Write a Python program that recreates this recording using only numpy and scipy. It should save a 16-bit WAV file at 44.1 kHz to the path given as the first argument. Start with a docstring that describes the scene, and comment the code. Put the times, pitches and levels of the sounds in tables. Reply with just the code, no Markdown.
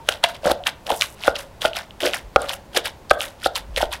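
"""Pestle and wet paste

A wooden pestle pounds wet paste in a clay mortar, close by in a small kitchen, nearly three strokes
a second. Going down it squeezes air out and knocks on the clay, dully where paste cushions it;
coming up it tears free with a sucking crackle. The hardest knocks overload the microphone."""
import sys
import numpy as np
from scipy import signal
from scipy.fft import rfft, irfft
from scipy.io import wavfile
from scipy.ndimage import uniform_filter1d

SR = 44100
rng = np.random.default_rng(int(sys.argv[2]) if len(sys.argv) > 2 else 0)


def dump_mix(stems):
    """Bounce the given channels to the path in sys.argv[1] as a 16-bit WAV at rate SR."""
    frames = np.atleast_2d(stems).T  # one column per channel
    limited = np.clip(frames, -1, 1)  # hard clip at full scale
    pcm = np.round(limited * 32767).astype(np.int16)
    wavfile.write(sys.argv[1], SR, pcm)


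N = 176400
BUBBLES_PER_S, BUBBLE_SPREAD_DB = 2400, 5


def from_db(db):
    """Decibels to gain."""
    return 10 ** (np.asarray(db) / 20)


def unit_rms(x):
    """Scale to unit power."""
    return x / np.sqrt(np.mean(x ** 2) + 1e-20)


def at_hz(points, hz):
    """Read a table on a log-frequency axis."""
    freqs, values = np.transpose(points)
    return np.interp(np.log(np.maximum(hz, 1)), np.log(freqs), values)


def butter(x, hz, kind, order=2):
    """Causal Butterworth filter."""
    sos = signal.butter(order, np.clip(hz, 10, .48 * SR), kind, fs=SR, output="sos")
    return signal.sosfilt(sos, x + 1e-18)


def around(x, hz, width_oct):
    """Gentle band-pass centred on a pitch."""
    return butter(x, hz * 2 ** (width_oct * np.array([-.5, .5])), "band", order=1)


def ring(clicks, hz, t60_s):
    """A unit click rings a decaying sine of height 1."""
    r, w = from_db(-60 / (t60_s * SR)), 2 * np.pi * hz / SR
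    return signal.lfilter([0, np.sin(w)], [1, -2 * r * np.cos(w), r * r], clicks + 1e-18)


def bubble(clicks, hz, cycles):
    """Short ring, sharp start, little bass; 60 dB down after `cycles`."""
    r, w = from_db(-60 * hz / (cycles * SR)), 2 * np.pi * hz / SR
    return signal.lfilter([.5, 0, -.5], [1, -2 * r * np.cos(w), r * r], clicks + 1e-18)


def add(out, start_s, sound):
    """Mix a sound in at a time."""
    i = int(start_s * SR)
    out[i:i + len(sound)] += sound[:N - i]


def random_clicks(per_s, spread_db, size):
    """Clicks at random times, many small, a few large."""
    heights = from_db(spread_db * np.minimum(rng.exponential(1, size), 4))
    return heights * rng.choice([-1, 1], size) * (rng.random(size) < per_s / SR)


def evened(x, span_s=0.0266):
    """Level the short-term power, keep the grain: paste gives way at a steady pace."""
    power = uniform_filter1d(x ** 2, size=int(span_s * SR))
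    return x / np.sqrt(np.abs(power) + .02 * np.mean(power))


def grains(clicks, pitches_hz, weights_db, cycles):
    """Each click rings one bubble of random pitch; a brief swell keeps it near that pitch."""
    dealt = rng.integers(0, len(pitches_hz), len(clicks))
    return evened(sum(from_db(db) * around(bubble(clicks * (dealt == k), hz, cycles), hz, width_oct=1)
                      for k, (hz, db) in enumerate(zip(pitches_hz, weights_db))))


def room_tone():
    """Quiet steady noise, mostly bass."""
    # noise density: f/Hz, level/dB
    spectrum = [(20, -2.5), (55, 6.5), (110, 1.5), (340, -6), (900, -6.5), (1300, -14.5), (16000, -34.5)]
    gain = from_db(at_hz(spectrum, np.arange(N // 2 + 1) * SR / N))
    return from_db(-45) * unit_rms(irfft(rfft(rng.standard_normal(N)) * gain, N))


def hollows():
    """Hollow notes: a faint basin-like ring at the start, then air pockets opening."""
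    # hollow notes: t/s, level/dB, f/Hz, t60/s
    notes = [(.002, -36, 915, 0.2), (.241, -5.5, 688, 0.047), (.457, -22, 186, 0.067),
             (.603, -27, 726, 0.089), (1.2788, -5, 1284, 0.014), (3.461, -10, 767, 0.038)]
    out, click = np.zeros(N), signal.unit_impulse(SR // 3)
    for s, db, hz, t60_s in notes:
        add(out, s, from_db(db) * around(ring(click, hz, t60_s), hz, width_oct=2))
    return out


def gulps(hz, size, spread_oct=0.35):
    """Large air pockets, pitched around the hollow under the pestle."""
    spread = np.linspace(-2, 2, 15)
    clicks = random_clicks(per_s=180, spread_db=-1, size=size)
    pockets = grains(clicks, hz * 2 ** (spread_oct * spread), weights_db=-3 * spread ** 2, cycles=15.3)
    return butter(pockets, hz=1840, kind="low")


def fizz(clicks, spectrum, cycles, count):
    """Small bubbles on `count` pitches across a spectrum."""
    pitches_hz = np.geomspace(spectrum[0][0], spectrum[-1][0], count)
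    return grains(clicks, pitches_hz, at_hz(spectrum, pitches_hz), cycles)


def squelch():
    """Presses, tears and sizzles swell and fade in gulps, bubbles and crackle; the last two smack."""
    # paste squeezed: peak t/s, 20 dB rise/s, 20 dB fall/s, gulps/dB, bubbles/dB, gulp f/Hz
    presses = [(0.089, 0.003, 0.0051, -16, -5.5, 740), (0.117, 0.051, 0.057, -34.5, -29, 740),
               (0.465, 0.031, 0.067, -14.5, -24, 645), (.513, 0.025, 0.014, -21, -22, 823),
               (0.867, 0.0091, 0.025, -30.5, -31, 740), (.904, 0.021, 0.063, -16.5, -25, 662),
               (1.274, 0.076, 0.042, -29.5, -26.5, 754), (1.621, 0.011, 0.021, -30.5, -22, 710),
               (1.651, .025, 0.042, -20, -23, 613), (2.006, 0.0054, 0.09, -37.5, -27, 685),
               (2.034, 0.012, 0.063, -17, -29, 462), (2.06, 0.036, 0.055, -18, -20.5, 562),
               (2.771, 0.025, 0.028, -16.5, -15.5, 553), (3.112, 0.011, 0.0034, -28, -16, 714),
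               (3.462, 0.038, 0.015, -36, -19, 500), (3.776, 0.014, 0.027, -22, -20.5, 680),
               (3.823, 0.056, 0.037, -20.5, -25, 684)]
    # paste tearing from the pestle, and the fading sizzle after loud hits:
    # peak t/s, 20 dB fall/s, bubbles/dB, crackle/dB
    tears_and_sizzles = [(0.2421, 0.022, -11.5, -26.5), (0.291, 0.043, -33.5, -40),
                         (0.35, 0.029, -34, -47.5), (0.671, 0.031, -17, -28), (.97, 0.22, -55, -37),
                         (1.020, 0.044, -21.5, -27), (1.358, 0.023, -24, -41.5), (1.389, 0.059, -33, -37.5),
                         (1.767, 0.061, -24.5, -36), (2.144, 0.056, -25.5, -32),
                         (2.419, 0.18, -37.5, -46.5), (2.495, 0.044, -24, -36.5),
                         (2.533, 0.029, -30.5, -30), (2.858, 0.041, -22, -32), (3.135, 0.023, -35, -38.5),
                         (3.22, 0.079, -28, -32.5), (3.563, 0.038, -22.5, -29.5),
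                         (3.929, 0.041, -24.5, -34.5)]
    # small-bubble weights: f/Hz, level/dB
    bubble_spectrum = [(1100, -16.5), (1450, 1), (2300, -5.5), (3300, 7), (4200, -0.5), (5400, 3)]
    # fine-crackle weights: f/Hz, level/dB
    crackle_spectrum = [(5500, 1.5), (7000, -13.5), (9000, 5.5), (11000, -1.5), (15500, -17.5)]
    high_gulp_hz, gap_share = 834, 0.26  # share of bubble power ringing in the gap
    events = [(s, rise_s, fall_s, gulp_db, db, db - 9.5, hz, 0)
              for s, rise_s, fall_s, gulp_db, db, hz in presses]
    events += [(s, 0.42 * fall_s, fall_s, db - 6.5, db, crackle_db, high_gulp_hz, gap_share)
               for s, fall_s, db, crackle_db in tears_and_sizzles]
    out, bubble_power, crackle_power = np.zeros((3, N))
    for s, rise_s, fall_s, gulp_db, bubble_db, crackle_db, gulp_hz, smack_share in events:
        start_s = max(s - .15, 0)
        t = start_s - s + np.arange(SR // 3) / SR
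        swell = from_db(-20 * np.maximum(-t / rise_s, t / fall_s) ** 1.135)  # dense, then stops short
        gulping = from_db(gulp_db) * gulps(gulp_hz, len(t))
        smacking = np.sqrt(smack_share) * from_db(bubble_db) * smack(t)
        add(out, start_s, swell * (gulping + smacking))
        add(bubble_power, start_s, (1 - smack_share) * (from_db(bubble_db) * swell) ** 2)
        add(crackle_power, start_s, (from_db(crackle_db) * swell) ** 2)
    bursts = random_clicks(BUBBLES_PER_S, BUBBLE_SPREAD_DB, N)
    bubbles = butter(fizz(bursts, bubble_spectrum, cycles=11.7, count=24), hz=6370, kind="low")
    ticks = random_clicks(per_s=1300, spread_db=4.5, size=N) + .5 * bursts
    crackle = butter(fizz(ticks, crackle_spectrum, cycles=3.8, count=12), hz=3000, kind="high")
    return out + np.sqrt(bubble_power) * bubbles + np.sqrt(crackle_power) * crackle


def knocks():
    """A cushioned push crushes grit, rings the mortar and thumps the ground."""
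    # pestle meets clay: t/s, level/dB, contact cutoff/Hz
    blows = [(0.0883, -16, 2470), (0.4558, -6.5, 746), (0.4736, -11.5, 875), (0.499, -8, 463),
             (.514, -4, 705), (.921, -9, 470), (1.2794, -0.5, 900), (1.651, -7, 1190), (2.3604, 6, 1200),
             (3.1111, 3, 1950), (3.461, -7.5, 1040), (3.829, -6.5, 830)]
    # mortar modes damped by paste and hand: f/Hz, level/dB, t60/s
    modes = [(344, -10.5, 0.031), (607, 3, 0.023), (740, -2.5, 0.025), (1325, 1, 0.021), (1482, -1, 0.024),
             (3170, 0, 0.012)]
    grit_t60_s, detune = 0.036, 0.05  # shifting paste retunes each blow
    out, click = np.zeros(N), signal.unit_impulse(SR // 4)
    grit_decay = from_db(-17 - 60 * np.arange(len(click)) / SR / grit_t60_s)
    scatters = rng.standard_normal((len(blows), len(modes), 2))
    for (s, db, contact_hz), scatter in zip(blows, scatters):
        push = butter(click, contact_hz, "low")
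        clay = sum(from_db(mode_db + offset_db) * ring(push, hz * (1 + detune * shift), t60_s)
                   for (hz, mode_db, t60_s), (offset_db, shift) in zip(modes, scatter))
        clay = butter(clay, hz=425, kind="high", order=3)
        grit = butter(grit_decay * rng.standard_normal(len(click)), 2 * contact_hz, "low")
        ground = from_db(-27.5) * ring(push, hz=62.4, t60_s=0.2)
        pestle_weight = from_db(-23.5) * ring(push, hz=167, t60_s=0.024)
        add(out, s, from_db(db) * (clay + grit + ground + pestle_weight))
    return out


def pops():
    """Trapped air breaks out with a short ring; gentle bursts are rounder."""
    # single pockets bursting: t/s, level/dB, f/Hz
    bursts = [(0.0915, -15, 1630), (0.2396, 11, 3460), (.517, -3.5, 3620), (.518, -6, 10500),
              (0.638, -14.5, 3130), (0.6697, 2, 3000), (1.0115, 3, 3580), (1.0215, 2, 2380),
              (1.237, -6.5, 2700), (1.356, -8.5, 3120), (1.657, -0.5, 3000), (1.733, -10, 2900),
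              (1.908, -19.5, 3060), (2.0665, -2.5, 3060), (2.135, -3, 2820), (2.142, -6, 1900),
              (2.419, -7.5, 8700), (2.764, -8, 1980), (2.7751, -3.5, 6500), (3.0975, -10, 4630),
              (3.1095, -12, 10300), (3.207, -3, 2900), (3.556, -3, 4030), (3.763, -2.5, 3150)]
    out, click = np.zeros(N), signal.unit_impulse(SR // 20)
    for s, db, hz in bursts:
        width_oct = max(2.4 + 0.26 * db, .5)
        add(out, s, from_db(db) * around(bubble(click, hz, cycles=8.6), hz, width_oct))
    return out


def smack(t, start_hz=4200, end_hz=1800, open_s=0.0086, width_hz=750):
    """Snapping strands of paste ring the widening gap, whose resonance glides down."""
    hz = end_hz + (start_hz - end_hz) / (1 + np.exp(t / open_s))
    carrier = np.exp(2j * np.pi * np.cumsum(hz) / SR)
    snaps = random_clicks(BUBBLES_PER_S, BUBBLE_SPREAD_DB, len(t))
    return evened(np.real(carrier * butter(snaps / carrier, width_hz / 2, "low")))


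def rocking(hz=50.4, width_hz=24):
    """Low bumps as the mortar rocks on the ground."""
    # bumps: t/s, 1/e half-width/s, level/dB
    bumps = [(2.268, 0.026, -36.5), (3.774, 0.14, -32.5)]
    t = np.arange(N) / SR
    rumble = butter(rng.standard_normal(N), [hz - width_hz / 2, hz + width_hz / 2], "band")
    steady = np.sqrt(2) * np.cos(np.angle(signal.hilbert(rumble)))
    return steady * sum(from_db(db) * np.exp(-((t - s) / width_s) ** 2) for s, width_s, db in bumps)


def kitchen(x, modes_hz=(539, 567), mode_t60_s=0.56, first_echo_s=.008):
    """Two standing waves, and diffuse echoes that die sooner in the treble."""
    # echo strength: f/Hz, level/dB
    levels = [(330, -14), (570, -9), (1000, -13), (1500, -14.5), (2200, -19), (3500, -16), (14000, -21.5)]
    # echo decay: f/Hz, t60/s
    decays = [(1500, 0.33), (12000, 0.077)]
    t = np.arange(SR // 2) / SR
    white, edges_hz = rng.standard_normal((2, len(t))), np.geomspace(70, 17000, 17)
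    fade = from_db(-60 * t / mode_t60_s)
    hum = sum(np.sin(2 * np.pi * hz * t) for hz in modes_hz)
    tail = from_db(-7) * 2 * fade / fade.sum() * hum
    for k, (low, high) in enumerate(zip(edges_hz, edges_hz[1:])):
        hz = np.sqrt(low * high)
        band = butter(white[k % 2], [low, high], "band") * from_db(-60 * t / at_hz(decays, hz))
        tail += from_db(at_hz(levels, hz)) * unit_rms(band) * np.sqrt(2 * (high - low) / SR / len(t))
    return signal.fftconvolve(x, np.r_[np.zeros(int(first_echo_s * SR)), tail])[:N]


def scene():
    """Mortar and paste in the kitchen, over room tone."""
    dip_hz = 414  # gap below the mortar's main ring
    notch = signal.iirnotch(dip_hz, Q=5, fs=SR)
    mortar = signal.lfilter(*notch, knocks() + squelch() + hollows() + pops())
    air = room_tone()
    return (mortar + kitchen(mortar) + rocking() + air)[None]


def record(dry):
    """A limiter ducks after hard knocks and recovers; remaining peaks clip; the top is cut."""
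    limit_db, attack_s, recover_db_per_s = 4.5, 0.0083, 100
    ceiling, cutoff_hz = .95, 15800
    over_db = np.maximum(20 * np.log10(np.abs(dry) + 1e-9) - limit_db, 0)
    ramp_db = recover_db_per_s * np.arange(N) / SR
    held_db = np.maximum.accumulate(over_db + ramp_db, axis=-1) - ramp_db
    lag = np.exp(-1 / (attack_s * SR))
    duck_db = signal.lfilter([1 - lag], [1, -lag], held_db)
    clipped = np.clip(dry * from_db(-duck_db), -ceiling, ceiling)
    return signal.sosfilt(signal.ellip(10, .1, 70, cutoff_hz, fs=SR, output="sos"), clipped)


dry = scene()
out = record(dry)
dump_mix(out)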